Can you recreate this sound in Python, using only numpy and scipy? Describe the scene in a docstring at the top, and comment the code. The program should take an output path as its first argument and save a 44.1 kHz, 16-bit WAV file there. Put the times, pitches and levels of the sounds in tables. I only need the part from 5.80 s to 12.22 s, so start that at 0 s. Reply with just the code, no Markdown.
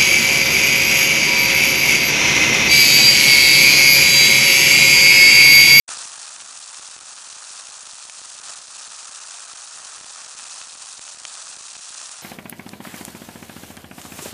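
"""Tall bonfire at night

Thousands of tiny bursts a second in the burning wood merge into a bright sizzle and a hollow
crackle, over a faint rumble of hot gas. Splitting wood snaps, and now and then a pocket of resin
or steam pops and rings its log. The fire is close: the sharpest snaps overload a small
microphone and make its fast gain control duck for an instant."""
import sys
import numpy as np
from scipy import signal
from scipy.fft import rfft, irfft, next_fast_len
from scipy.io import wavfile
from scipy.ndimage import minimum_filter1d, map_coordinates

SR = 44100
rng = np.random.default_rng(int(sys.argv[2]) if len(sys.argv) > 2 else 0)


def materialize(psi):
    """Save the field psi as 16-bit PCM at rate SR to the path in sys.argv[1].

    A 1-D psi becomes a single channel; in a 2-D psi each row is a channel.
    """
    bounded = np.clip(np.atleast_2d(psi).T, -1, 1)
    quanta = np.round(bounded * 32767).astype(np.int16)
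    wavfile.write(sys.argv[1], SR, quanta)


N = 283122
START_S, TOP_HZ = 0.0776, 10100  # when the sound cuts in; where its treble ends

# The blaze swells and sinks. Each row: time in seconds, crackle level in dB, sizzle level in dB.
BLAZE_LEVELS = [(0.3, -49.5, -40), (1.08, -47.5, -37), (1.19, -49.5, -39.5), (1.85, -47, -37.1),
                (2.18, -49.5, -38.5), (2.57, -49, -38.5), (2.68, -45, -35.5), (2.87, -51, -40.5),
                (2.98, -47.5, -37.5), (3.94, -47.5, -38.5), (4.05, -46.0, -37), (4.31, -46.5, -38.5),
                (4.68, -48.0, -37.5), (5.4, -50, -38.5), (5.56, -47, -37.5), (6.02, -50, -37.5),
                (6.2, -46.5, -36), (6.42, -48, -40)]
# Bright tone of the sizzle, as the microphone colours it. Each row: frequency in Hz, gain in dB.
SIZZLE_EQ = [(300, -34), (900, -14), (1700, -21.5), (2170, -20), (2400, -5), (2630, -2), (2900, -5.5),
             (3600, -4.5), (4400, -3), (5000, -3.5), (6100, 1.5), (7400, 1), (8400, -1.5), (10000, -4.5)]
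# Hollow midrange tone of the crackle, as the microphone colours it.
# Each row: frequency in Hz, gain in dB.
CRACKLE_EQ = [(200, -27.5), (400, -21.5), (580, -9), (800, -5), (1000, -4), (1260, 1), (1600, -2.5),
              (1850, -5), (2150, -12.5), (3000, -37.5)]
# Low tone of the flames. Each row: frequency in Hz, gain in dB.
RUMBLE_EQ = [(15, -5), (40, -8), (120, -1), (260, 7), (450, -2), (900, -15), (2500, -39)]
# Sharp snaps of splitting wood. Each row: start in seconds, relative level in dB.
WOOD_SNAPS = [(0.091, -50.5), (0.1736, -53), (0.6329, -54), (0.9963, -47), (1.088, -51), (1.1647, -46.5),
              (1.2334, -51), (1.891, -51), (2.034, -52), (2.0749, -52), (2.2534, -49), (2.4164, -47.5),
              (2.791, -52), (2.8849, -51.5), (3.0966, -56), (3.736, -48.5), (4.2115, -44.5),
              (4.2443, -46.5), (4.551, -50.5), (4.9539, -50), (5.1941, -42), (5.3471, -50), (5.7712, -47.5),
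              (5.8095, -49), (5.9667, -47)]
# Pockets of resin and steam bursting in the logs.
# Each row: start in seconds, relative level in dB, send to the log's ring in dB.
RESIN_POPS = [(0.603, -11, -32), (0.947, -12, -37), (2.2976, -4, -28), (3.189, -13, -33), (3.437, -14, -34),
              (3.543, -13, -35), (4.182, -9.5, -32), (4.417, -13.5, -33), (4.589, -13, -21),
              (4.597, -11.5, -19), (4.655, -14, -22), (4.815, -8.5, -18.5), (5.279, -11.5, -29),
              (5.4522, -0.5, -26.5), (5.553, -12.5, -24), (5.953, -11, -23)]
# The woody ring of a popping log.
# Each row: frequency in Hz, relative level in dB, seconds to die away by 60 dB.
LOG_MODES = [(850, -15, 0.006), (1300, -12.5, 0.0097), (2040, -8, 0.0054), (2700, -2, 0.016),
             (3880, -11, .005)]
# Tone of a pop's spike and scatter. Each row: frequency in Hz, gain in dB.
POP_EQ = [(100, -35), (300, -24), (600, -5.5), (1300, 1.5), (2000, -2), (2550, 2), (3000, 4.5), (4000, -1),
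          (6000, 2), (10000, -10.5), (14000, -20)]


def amp(db):
    """Decibels to gain."""
    return 10 ** (np.asarray(db) / 20)


def unit(x):
    """Scale to rms 1."""
    return x / np.sqrt(np.mean(x ** 2) + 1e-20)


def curves(rows):
    """One automation curve for each column after the time."""
    times, *columns = np.transpose(rows)
    return [np.interp(np.arange(N) / SR, times, column) for column in columns]


def wobble(per_s):
    """A smooth random curve through per_s points a second."""
    points = rng.standard_normal(int(N * per_s / SR) + 4)
    return map_coordinates(points, [np.arange(N) * per_s / SR])


def equalise(x, eq, size=4096):
    """Shape the tone with a minimum-phase EQ, which keeps attacks free of pre-ring."""
    hz, db = np.transpose(eq)
    log_hz = np.log(np.fft.rfftfreq(size, 1 / SR) + 1)
    gain = amp(np.interp(log_hz, np.log(hz), db))
    cepstrum = irfft(np.log(gain))
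    cepstrum[1:size // 2] *= 2
    cepstrum[size // 2 + 1:] = 0
    impulse = irfft(np.exp(rfft(cepstrum)))
    return signal.fftconvolve(x, impulse)[:len(x)]


def high_cut(x):
    """Roll the treble off steeply around TOP_HZ."""
    size = next_fast_len(N + SR // 4)
    edge = np.clip((TOP_HZ - np.fft.rfftfreq(size, 1 / SR)) / 300 + .5, 0, 1)
    return irfft(rfft(x, size) * np.sin(edge * np.pi / 2) ** 2, size)[:N]


def add(track, start_s, sound):
    """Mix a sound into the track."""
    part = track[round(start_s * SR):][:len(sound)]
    part += sound[:len(part)]


def random_cues(db, spread_db, count):
    """Random starts in seconds, each with a level from an even spread around db."""
    return [(when * N / SR, db + spread_db * (size - .5)) for when, size in rng.random((count, 2))]


def blaze(flicker_depth_db=0.49, sizzle_share=0.76):
    """Crackle and sizzle levels in dB: a slow swell, stirred at random by tongues of flame."""
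    crackle_db, sizzle_db = curves(BLAZE_LEVELS)
    flicker_db = flicker_depth_db * wobble(per_s=14)
    return crackle_db + flicker_db, sizzle_db + sizzle_share * flicker_db


def bursts(per_s, spread_db, cap_sigmas):
    """Tiny bursts in the wood as random clicks, many small and few large; rms 1."""
    occurs = rng.random(N) < per_s / SR
    size = amp(spread_db * np.minimum(rng.standard_normal(N), cap_sigmas))
    polarity = np.sign(rng.standard_normal(N))
    return unit(occurs * size * polarity)


def fibre_ticks(pitch_hz=6300, log_spread=0.5, decay_cycles=1.0, spread_db=1.5, count=6500):
    """Single fibres crack, each ringing for about one cycle at its own pitch; rms 1."""
    when, pitch, size = rng.random((count, 3)).T
    hz = np.minimum(pitch_hz * np.exp(log_spread * (2 * pitch - 1)), TOP_HZ)[:, None]
    gain = amp(-spread_db * np.log(np.maximum(size, .005)))[:, None]
    offsets = np.arange(SR // 700)
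    cycles = hz * offsets / SR
    grains = gain * np.exp(-cycles / decay_cycles) * np.sin(2 * np.pi * cycles)
    positions = (when * N).astype(int)[:, None] + offsets
    track = np.bincount(positions.ravel(), grains.ravel(), N)[:N]
    brightened = np.diff(track, prepend=0)
    return unit(high_cut(brightened))


def burning_wood(crackle_db, sizzle_db):
    """Flurries of tiny bursts merge into a bright sizzle and a hollow midrange crackle."""
    flurry = amp(1.84 * wobble(per_s=370))
    fine = bursts(per_s=16000, spread_db=4, cap_sigmas=3.9)
    coarse = bursts(per_s=900, spread_db=6.0, cap_sigmas=1.35)
    shared = flurry * fine + amp(-6.5) * coarse
    crackle_only = amp(1.9 * wobble(per_s=70)) * bursts(per_s=1400, spread_db=5.5, cap_sigmas=1.85)
    all_bursts = shared + amp(-0.5) * flurry * crackle_only
    # the treble level drops at random for a few milliseconds
    level_dips = amp(-3.8 * np.maximum(wobble(per_s=260), 0))
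    bright = unit(high_cut(equalise(shared, SIZZLE_EQ))) + amp(-1.0) * fibre_ticks()
    sizzle = amp(sizzle_db) * unit(level_dips * bright)
    crackle = amp(crackle_db) * unit(equalise(all_bursts, CRACKLE_EQ))
    return sizzle + crackle


def flames(crackle_db):
    """The turbulent column of hot gas rumbles under the crackle and swells with it."""
    flicker = amp(2.6 * wobble(per_s=8.9))
    rumble = equalise(rng.standard_normal(N), RUMBLE_EQ)
    return amp(crackle_db - 24.0) * unit(flicker * rumble)


def snaps(push_s=0.000046, ring_s=0.00043, ring_hz=16000):
    """Splitting wood rings far up in the treble and pushes the overloaded microphone to one side."""
    t = np.arange(SR // 200) / SR
    push = -np.exp(-t / push_s)
    ring = (t / ring_s) ** 2 * np.exp(-t / ring_s) * np.sin(2 * np.pi * ring_hz * t)
    snap = amp(26.5) * push + amp(48.0) * ring
    lesser = random_cues(db=-56.5, spread_db=11.5, count=95)
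    track = np.zeros(N)
    for start, db in list(WOOD_SNAPS) + lesser:
        add(track, start, amp(db) * snap)
    return track


def pops(scatter_db=-19, scatter_t60=0.014, ring_boost_db=12, detune=0.019, lesser_send_db=-25):
    """Resin or steam bursts: a pressure spike, a brief scatter in the pile, a short ring of the log."""
    cracks, rings = np.zeros(N), np.zeros(N)
    t = np.arange(SR // 20) / SR
    scatter_envelope = amp(scatter_db - 60 * t / scatter_t60) * (1 - np.exp(-t / 0.00097))
    lesser = [(start, db, lesser_send_db) for start, db in random_cues(db=-15, spread_db=8, count=14)]
    for start, db, send_db in list(RESIN_POPS) + lesser:
        crack = scatter_envelope * rng.standard_normal(len(t))
        crack[0] = 1  # the pressure spike
        pitch = np.exp(detune * rng.standard_normal())  # every log has its own tuning
        ring = sum(amp(mode_db - 60 * t / t60) * np.sin(2 * np.pi * pitch * hz * t)
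                   for hz, mode_db, t60 in LOG_MODES)
        add(cracks, start, amp(db) * crack)
        add(rings, start, amp(db + send_db + ring_boost_db) * ring / len(LOG_MODES))
    return equalise(cracks, POP_EQ) + rings


def gain_control(x, threshold_db=-14.5, slope=0.61, hold_s=0.0083, quick_s=0.0015, slow_s=0.0049):
    """A peak over the threshold slips through; then the gain ducks, holds and recovers."""
    target_gain = np.minimum(1, amp(threshold_db) / (np.abs(x) + 1e-9)) ** slope
    span = int(hold_s * SR) | 1
    duck = 1 - minimum_filter1d(target_gain, span, origin=span // 2)
    poles = np.exp(-1 / (np.array([quick_s, slow_s]) * SR))
    attack, release = [signal.lfilter([1 - pole], [1, -pole], duck) for pole in poles]
    return x * (1 - np.maximum(attack, release))


def scene():
    """The whole fire in mono, heard from one spot."""
    crackle_db, sizzle_db = blaze()
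    fire = burning_wood(crackle_db, sizzle_db) + flames(crackle_db) + pops() + snaps()
    return fire[None]


def record(dry, surge_db=11.5, settle_s=0.21, fade_in_s=0.0064):
    """The microphone ducks on peaks and trims lows and highs; the sound cuts in loud and settles."""
    age = np.maximum(np.arange(N) / SR - START_S, 0)
    fade_in = np.clip(age / fade_in_s, amp(-74), 1)
    surge = amp(surge_db * np.exp(-age / settle_s))
    low_cut = signal.butter(1, 35, "high", fs=SR)
    ducked = signal.lfilter(*low_cut, gain_control(dry[0]))
    return high_cut(ducked * fade_in * surge)[None]


dry = scene()
out = record(dry)
materialize(out)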